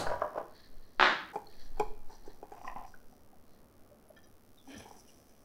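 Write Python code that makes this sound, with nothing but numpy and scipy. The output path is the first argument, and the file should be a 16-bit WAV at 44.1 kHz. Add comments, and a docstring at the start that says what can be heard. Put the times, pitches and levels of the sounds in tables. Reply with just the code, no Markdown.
"""A workshop: a plastic tank cap is unscrewed (jerks ring its modes, vented air is noise) and bounces on the bench.
At 1.327 s its ringing is cut; a fuel can knocks, short damped tones sound, and its spout is worked into the tank:
ringing modes and rubbing grains. Bright ticks follow; fuel glugs in rising tones and splashes as dense bubbles.
Until 3.5 s sleeves rustle now and then. Throughout, the air heaves slowly as low noise over room tone, and a
circuit's fast even ticks buzz under hiss."""
import sys
import numpy as np
from scipy import signal
from scipy.fft import rfft, irfft, next_fast_len
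from scipy.io import wavfile
from scipy.ndimage import uniform_filter1d, map_coordinates

SR = 44100
rng = np.random.default_rng(int(sys.argv[2]) if len(sys.argv) > 2 else 0)


def wrap_up_sound(samples):
    """Save the sound to the file named by the first command line argument, as 16-bit audio."""
    columns = np.atleast_2d(samples).T
    # keep every value between -1 and 1, then stretch to whole-number steps
    tamed = np.clip(columns, -1, 1)
    steps = np.round(tamed * 32767).astype(np.int16)
    wavfile.write(sys.argv[1], SR, steps)


N = 240212
TIME_S = np.arange(N) / SR
CUT_S = 1.327  # the cap and its echoes stop, the can begins, the ticks restart


def cap():
    """A cap rubs and jerks in its thread while air vents, then drops and bounces; returns both stages."""
    # Modes of the cap on the tank. Each row: frequency in Hz, level in dB, t60 in seconds.
    tank_modes = [(451, -4, 0.036), (611, 5.5, 0.035), (746, -2.5, 0.043), (982, -0.5, 0.035),
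                  (1134, -3.5, 0.021), (1580, -14.5, 0.057), (1850, -48, 0.041), (2790, -37, 0.024),
                  (5304, -29, 0.0087)]
    # Rubs in the thread. Each row: time in seconds, level in dB.
    twists = [(.02, -41.5), (.1, -36), (.23, -45.5), (.38, -44.5)]
    # Jerks of the thread. Each row: time in seconds, level in dB, brightness in dB per octave.
    jerk_blows = [(0.067, -24, 11), (0.114, -26, 4.5), (0.133, -26, 6.5), (0.218, -17, 5),
                  (0.243, -28, -2.5), (0.269, -37.5, 2.5), (0.357, -30, -8), (0.376, -24.5, -1.5),
                  (0.409, -35, -12.5)]
    # Colour of the escaping air. Each row: frequency in Hz, relative density in dB.
    vent_colour = [(880, 1.5), (1500, -10.5), (3370, -14), (4290, -3.5), (5670, -15.5), (6300, -13.5),
                   (9820, -19), (15000, -34.5)]
    # Bounces on the bench. Each row: time in seconds, level in dB.
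    bounces = [(0.9974, -6), (1.011, -6), (1.0269, -6), (1.0328, -16.5), (1.0539, -16.5), (1.064, -14)]
    # Colour of the bounce. Each row: frequency in Hz, relative level in dB.
    bench_colour = [(59, -58.5), (100, -31), (361, -6.5), (442, -17), (588, -3.5), (692, -10), (751, -4),
                    (1560, 0.5), (2210, -8.5), (3830, -12), (8310, -41.5), (13000, -74.5)]

    rub_grains = grains(1200, 2.5, widths(tank_modes, damping=7.2))
    rub = swells(twists, rise=230, fall=210) * rub_grains
    vent = amp(-35 - 235 * TIME_S) * noise(vent_colour)
    jerks = struck(jerk_blows, tank_modes, scatter_db=0.97, detune=0.03, contact_s=0.00114, rough=0.06)
    dropped = np.zeros(N)
    for start_s, level_db in bounces:
        add(dropped, start_s, amp(level_db) * clack(bench_colour, lag_hz=1750, lag_width_hz=3000))
    return rub + vent + jerks, dropped


def clack(colour, lag_hz, lag_width_hz):
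    """A causal pulse of given colour, by folding the cepstrum; the thin shell answers after the first push."""
    hz = np.fft.rfftfreq(4096, 1 / SR)
    cepstrum = irfft(np.log(amp(along(colour, hz)) + 1e-6))
    folded = np.r_[cepstrum[0], 2 * cepstrum[1:2048], np.zeros(2048)]
    minimum_phase = np.exp(rfft(folded))
    lag = lag_hz ** 2 - hz * hz + 1j * hz * lag_width_hz
    all_pass = np.conj(lag) / lag
    pulse = irfft(minimum_phase * all_pass)[:2048]
    return pulse / np.abs(pulse).max()


def can():
    """A hollow can knocks, gloves scuff its skin, the spout scrapes in its neck; short bright ticks follow."""
    # Modes. Each row: frequency in Hz, level in dB, t60 in seconds.
    can_modes = [(163.6, -24, 0.063), (424, 2, 0.05), (768, -10.5, 0.015), (818, 7.5, 0.034),
                 (996, -16.5, 0.14), (1485, -6.5, 0.015), (2363, -16, 0.037), (3190, -24, 0.03),
                 (4970, -21.5, 0.02), (5846, -18, 0.013), (7460, -24, 0.0104), (10110, -25, 0.0083),
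                 (12770, -22, .006)]
    neck_modes = [(237, -8, 0.051), (790, 13, 0.027), (920, -1, .02), (1031, 4.5, 0.11), (1887, -6, 0.029),
                  (2480, -8.5, 0.012), (2730, -18.5, 0.021), (5470, -35, 0.0092)]
    tick_modes = [(1386, -12.5, 0.095), (1760, -6.5, 0.12), (2470, -20, 0.11), (3260, -11.5, 0.095),
                  (3900, -20, 0.13), (5080, -9, 0.058), (5960, -15, 0.083)]
    # Blows. Each row: time in seconds, level in dB, brightness in dB per octave.
    knock_blows = [(1.357, -24.5, -1), (1.797, -18, 3.5), (1.807, -22.5, -3.5), (2.098, -45, -5),
                   (2.277, -37, -11), (2.428, -33, -1.5), (2.519, -37.5, 0.5), (4.854, -42, -3.5),
                   (4.91, -41, -2)]
    spout_blows = [(2.645, -37, -3.5), (2.677, -30.5, 10), (2.697, -36, 8.5), (2.714, -40.5, 7),
                   (2.76, -32, -2.5), (2.792, -37.5, -7.5), (2.814, -39, -5)]
    tick_blows = [(4.1642, -49.5, -4), (4.235, -57.5, 11.5), (4.7391, -49, 0), (4.7654, -50.5, 10)]  # the last two fall within the splash
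    # Spout rubs, then glove scuffs. Each row: time in seconds, level in dB.
    shoves = [(2.58, -59), (2.7, -48), (2.79, -49), (2.86, -53)]
    scuffs = [(1.345, -44.5), (1.78, -55.5), (2.11, -54), (2.27, -57), (2.44, -60.5), (2.53, -54),
              (4.78, -63), (4.87, -57), (4.95, -60.5)]
    # Broad hiss of a scuff. Each row: frequency in Hz, relative density in dB.
    skin_colour = [(1500, -30), (3000, -5), (8000, 0), (15000, -17)]

    knocks = struck(knock_blows, can_modes, scatter_db=2.4, detune=0.017, contact_s=0.0011, rough=0.045,
                    crack_on=True)
    lower_modes = can_modes[:len(can_modes) // 2]
    skin = grains(900, 2.0, widths(lower_modes, damping=6.2)) + amp(-21) * noise(skin_colour)
    scuffing = swells(scuffs, rise=550, fall=230) * skin
    rub = swells(shoves, rise=154, fall=550) * grains(900, 3.8, widths(neck_modes, damping=5.6))
    spout = struck(spout_blows, neck_modes, scatter_db=2.8, detune=0.022, contact_s=0.00073, rough=0.023)
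    bright_ticks = struck(tick_blows, tick_modes, scatter_db=0.73, detune=0.013, contact_s=0.0018, rough=0.0097)
    return knocks + scuffing + rub + spout + bright_ticks


def fuel():
    """The can gulps air; the splash is dense bubbles in the tank's resonances."""
    # Gulps. Each row: time in seconds, level in dB, starting pitch in Hz, hold in seconds.
    gulp_rows = [(4.68, -49.5, 250, 0.066), (4.765, -49.5, 214, 0.013)]
    # Fuel landing. Each row: time in seconds, gurgle level in dB, fizz level in dB, hold in seconds.
    surges = [(4.7, -60.5, -71, 0.021), (4.76, -56.5, -66, 0.03), (5.08, -73.5, -84, 0.023),
              (5.31, -74, -81, 0.017)]
    # Resonances. Each row: frequency in Hz, width in Hz, level in dB.
    gurgle_peaks = [(493, 440, -0.5), (1680, 140, -2), (2380, 470, -5), (3110, 480, -4.5),
                    (4030, 270, -12.5)]
    fizz_peaks = [(5340, 590, 2.5), (5790, 490, 5.5), (8160, 1000, -5.5), (10200, 1400, -4.5)]

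    gulping = sum(gulp(*row) for row in gulp_rows)
    gurgle_gain = swells(surges, rise=350, fall=123, held=True) * amp(2.3 * wobble(27))
    fizz_gain = swells(surges, rise=155, fall=34, axis=2, held=True) * amp(3.2 * wobble(25))
    gurgle = gurgle_gain * grains(1800, 1.9, gurgle_peaks)
    fizz = fizz_gain * grains(4400, 6.9, fizz_peaks)
    return gulping + gurgle + fizz


def gulp(start_s, level_db, start_hz, hold_s):
    """A wavering low bubble tone that climbs as it nears the surface."""
    climb_per_s = 2.25  # share of the starting pitch
    climb = 1 + climb_per_s * np.clip(TIME_S - start_s, 0, 1)
    pitch_hz = start_hz * climb * (1 + 0.05 * wobble(60))
    gain = swells([(start_s, level_db, hold_s)], rise=1100, fall=340, held=True) * amp(2 * wobble(70))
    return gain * np.sin(2 * np.pi * np.cumsum(pitch_hz) / SR)


def short_tones():
    """Short damped, wavering tones, from low to a few faint very high blips."""
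    # Each row: time in seconds, peak in dB, frequency in Hz, t60 in seconds.
    tone_rows = [(1.469, -48, 4300, 0.014), (1.535, -58.5, 2520, 0.013), (2.94, -45.5, 1500, 0.015),
                 (3.125, -52.5, 732, 0.09), (3.329, -53, 740, 0.041), (3.912, -52.5, 591, 0.16),
                 (4.085, -59.5, 11200, 0.043), (4.1, -47.5, 607, 0.071), (4.268, -64, 10450, 0.097),
                 (4.573, -59.5, 3660, 0.074), (4.595, -60.5, 3480, 0.098), (4.674, -49, 796, 0.022),
                 (4.797, -53.5, 10900, 0.016), (5.082, -58.5, 2900, 0.043)]
    out = np.zeros(N)
    for start_s, peak_db, hz, t60_s in tone_rows:
        out += struck([(start_s, peak_db, 0)], [(hz, 0, t60_s)], scatter_db=0, detune=0.004,
                      contact_s=0.002, rough=0.025)
    return out


def cloth():
    """Each arm move drags two weaves over each other: many small impacts through their resonances."""
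    # Arm moves. Each row: time in seconds, swish level in dB, thin swish level in dB, hold in seconds.
    sleeves = [(.56, -65, -85, 0.1), (.8, -73.5, -85, 0.37), (1.5, -68.5, -79, 0.026),
               (1.59, -66, -72.5, 0.058), (1.8, -64, -80.5, 0.013), (2.12, -70, -69, 0.027),
               (2.27, -69, -76, .04), (2.62, -89, -67, 0.072), (2.88, -81.5, -72, 0.043),
               (3.12, -89, -78.5, .03), (3.52, -75.5, -83.5, 0.018)]
    # Resonances. Each row: frequency in Hz, width in Hz, level in dB.
    weave = [(1780, 400, -5.5), (3380, 220, -9), (4260, 860, -4.5)]
    thin_weave = [(5100, 620, -3.5), (5740, 620, 0), (7140, 1500, -12)]

    swish_gain = swells(sleeves, rise=260, fall=160, held=True) * amp(2.07 * wobble(48))
    thin_gain = swells(sleeves, rise=260, fall=160, axis=2, held=True) * amp(2.9 * wobble(43))
    return swish_gain * grains(3014, 1.7, weave) + thin_gain * grains(3000, 3.0, thin_weave)


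def bench():
    """The bench shudders: small impacts through its low resonances."""
    # Each row: time in seconds, level in dB.
    shudders = [(.056, -45.5), (.18, -56), (4.766, -52.5)]
    # Each row: frequency in Hz, width in Hz, level in dB.
    bench_peaks = [(66.6, 56, 2), (95, 36, 2), (190, 23, -4)]
    return swells(shudders, rise=430, fall=134) * grains(900, 1.5, bench_peaks)


def air():
    """Slow pressure swings are very low noise with a drawn level; room tone is steadier noise."""
    # Level of the swings. Each row: time in seconds, level in dB.
    heave = [(0.0, -39), (0.09, -27), (0.2, -52.5), (0.59, -58), (0.77, -34.5), (0.92, -61), (0.98, -38.5),
             (1.29, -68.5), (1.71, -31), (2.26, -39), (2.58, -59.5), (2.71, -36.5), (3.17, -59),
             (5.45, -63)]
    # Colours. Each row: frequency in Hz, relative density in dB.
    swing_colour = [(1, -21.5), (3, 4), (12, -4), (22, -13.5), (35, -24.5), (60, -51), (100, -120)]
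    hush_colour = [(18, -25), (30, -12), (107, -7.5), (130, -16), (245, -8), (297, -12.5), (334, -12.5),
                   (572, -15), (694, -17), (981, -24), (1140, -22), (3000, -41.5), (3900, -58.5),
                   (6600, -120)]

    heave_s, heave_db = np.transpose(heave)
    swing_gain = amp(np.interp(TIME_S, heave_s, heave_db, -200, -200))
    hush_gain = amp(-63.5 + 0.75 * wobble(2))
    return swing_gain * noise(swing_colour) + hush_gain * noise(hush_colour)


def buzz():
    """A circuit's sharp ticks, the edges of a square wave: one up, the next down, over hiss."""
    tick_hz = 73.2193
    first_s, restart_s = 0.00535, 1.33636  # first tick before and after the cut
    # Common level of ticks and hiss. Each row: time in seconds, level in dB.
    buzz_level = [(0, -45.5), (.9, -52), (1.328, -47.5), (1.999, -50.5), (2.8, -48), (3.2, -51.5),
                  (4.399, -51), (4.8, -47), (5.45, -50.5)]
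    # Colours. Each row: frequency in Hz, relative level in dB.
    tick_colour = [(500, -29), (2000, -3), (4000, -6), (5700, -1), (7500, -8), (9700, -3.5), (12200, -5.5),
                   (13000, -1), (15300, -2), (17000, -14)]
    hiss_colour = [(1500, -21.5), (3000, -3.5), (5500, -3), (7500, -8), (10000, -2.5), (12200, -2),
                   (15800, -3.5)]

    steps_s = np.arange(int(N / SR * tick_hz)) / tick_hz
    before_s = first_s + steps_s
    tick_s = np.concatenate([before_s[before_s < CUT_S], restart_s + steps_s])
    # windowed sinc: ticks fall between samples
    at = tick_s[:, None] * SR
    near = np.floor(at).astype(int) + np.arange(-7, 9)
    sign = -(-1) ** np.arange(len(tick_s))[:, None]
    strength = amp(rng.standard_normal(at.shape))  # 1 dB scatter
    shape = np.sinc(near - at) * np.cos((near - at) * np.pi / 16) ** 2
    impulses = np.bincount(near.ravel(), (sign * strength * shape).ravel(), 2 * N)[:N]
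    ticks = filtered(impulses, lambda hz: amp(along(tick_colour, hz)))
    level_s, level_db = np.transpose(buzz_level)
    return amp(np.interp(TIME_S, level_s, level_db)) * (ticks * 3 + amp(-27) * noise(hiss_colour))


def room(x):
    """Each frequency of the workshop's answer dies at its own speed; the first echoes come in lumps."""
    # Each row: frequency in Hz, t60 in seconds.
    walls = [(150, 0.84), (500, 0.42), (1500, 0.5), (4000, 0.48), (9000, 0.4)]
    hz, frame_s, bins = signal.stft(rng.standard_normal(SR), SR, nperseg=256)
    decay = amp(-60 * frame_s / along(walls, hz)[:, None])
    tail = signal.istft(bins * decay, SR, nperseg=256)[1]
    t = np.arange(len(tail)) / SR
    onset = 1 - np.exp(-t / 0.0034)
    lumps = amp(4 * wobble(500)[:len(t)] * np.exp(-t / 0.12))
    tail = tail * onset * lumps
    return signal.fftconvolve(x, tail / np.linalg.norm(tail))[:N]


def struck(blows, modes, scatter_db, detune, contact_s, rough, crack_on=False):
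    """Each blow rings the modes at new strengths and pitches; each ring wavers in pitch and level."""
    out, t = np.zeros(N + SR), np.arange(SR // 5) / SR
    hz, mode_db, t60_s = np.transpose(modes)[:, :, None]
    for start_s, level_db, bright_db in blows:
        tilt_db = bright_db * np.log2(hz / 1000)
        gain_db = mode_db + tilt_db + scatter_db * rng.standard_normal(hz.shape)
        waver = rng.standard_normal((2, len(hz), len(t)))
        waver = unit(uniform_filter1d(uniform_filter1d(waver, 130), 130))
        pitch_hz = hz * (1 + detune * rng.standard_normal(hz.shape) + rough * waver[0])
        onset = (1 - np.exp(-t / contact_s)) ** 2
        swell = onset * amp(gain_db - 60 * t / t60_s + 4.3 * waver[1])
        cycles = np.cumsum(pitch_hz, 1) / SR + rng.random(hz.shape)
        sound = (swell * np.sin(2 * np.pi * cycles)).sum(0)
        sound /= np.abs(sound).max()
        if crack_on:  # first touch: a short noise burst
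            burst = np.diff(uniform_filter1d(rng.standard_normal(len(t) + 3), size=3))[:len(t)]
            sound += amp(-21 + 2 * bright_db - 60 * t / 0.0076) * burst
        add(out, start_s, amp(level_db) * sound)
    return out[:N]


def grains(rate_hz, spread_db, peaks):
    """Random little impacts through resonances, each applied twice for dark valleys; rms 1."""
    hits = (rng.random(N) < rate_hz / SR) * rng.standard_normal(N) * amp(spread_db * rng.standard_normal(N))

    def body(f):
        response = 0
        for hz, width_hz, db in peaks:
            resonance = 1j * f * width_hz / (hz * hz - f * f + 1j * f * width_hz)
            response = response + amp(db) * resonance ** 2
        return response

    return unit(filtered(hits, body))


def widths(modes, damping):
    """Ringing modes as resonances, widened by the touch that rubs them."""
    return [(hz, damping / t60_s, db) for hz, db, t60_s in modes]


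def swells(rows, rise, fall, axis=1, held=False):
    """Gain rising and falling straight in dB (slopes in dB per s); held rows stay up for their last column."""
    gain = np.zeros(N)
    for row in rows:
        hold_s = row[-1] if held else 0
        climb_db = rise * np.clip(row[0] - TIME_S, 0, 1)
        drop_db = fall * np.clip(TIME_S - row[0] - hold_s, 0, 2)
        gain += amp(row[axis] - climb_db - drop_db)
    return gain


def noise(colour):
    """Gaussian noise of given colour, rms 1."""
    return unit(filtered(rng.standard_normal(N), lambda hz: amp(along(colour, hz))))


def wobble(rate_hz):
    """A smooth random curve through rate_hz knots a second."""
    knots = rng.standard_normal(int(N * rate_hz / SR) + 4)
    return map_coordinates(knots, [np.arange(N) * rate_hz / SR])


def filtered(x, response):
    """x through a complex response of frequency."""
    size = next_fast_len(N + SR)
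    return irfft(rfft(x, size) * response(np.fft.rfftfreq(size, 1 / SR)), size)[:N]


def along(points, hz):
    """Interpolates (Hz, value) points on a log frequency axis."""
    f, value = np.transpose(points)
    return np.interp(np.log(hz + 1), np.log(f + 1), value)


def amp(db):
    """Decibels to amplitude."""
    return 10 ** (np.asarray(db) / 20)


def unit(x):
    """Scales to rms 1."""
    return x / np.sqrt(np.mean(x ** 2) + 1e-20)


def add(track, start_s, sound):
    """Mixes a sound into the track at its start time."""
    track[round(start_s * SR):][:len(sound)] += sound


def scene():
    """The cap in its room up to the cut; can, fuel, tones and cloth in theirs; over bench, air and buzz."""
    shade_hz = 4070  # the bike shades the straight path from the bench above this
    turning, dropped = cap()
    shaded = filtered(dropped, lambda hz: (1 + 1j * hz / shade_hz) ** -2)
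    early = turning + amp(-7.5) * room(turning) + shaded + amp(1.0) * room(dropped)
    past_s = TIME_S - CUT_S
    early = early * np.clip(-past_s / 0.0028, 0, 1)
    handled = can() * np.clip(past_s / 0.0041, 0, 1)
    soft = fuel() + short_tones() + cloth()
    late = handled + amp(-10) * room(handled) + soft + amp(-10) * room(soft)
    return (early + late + bench() + air() + buzz())[None]


def record(dry):
    """Nothing passes above the band limit."""
    top_hz = 15830
    return filtered(dry[0], lambda hz: hz < top_hz)[None]


dry = scene()
out = record(dry)
wrap_up_sound(out)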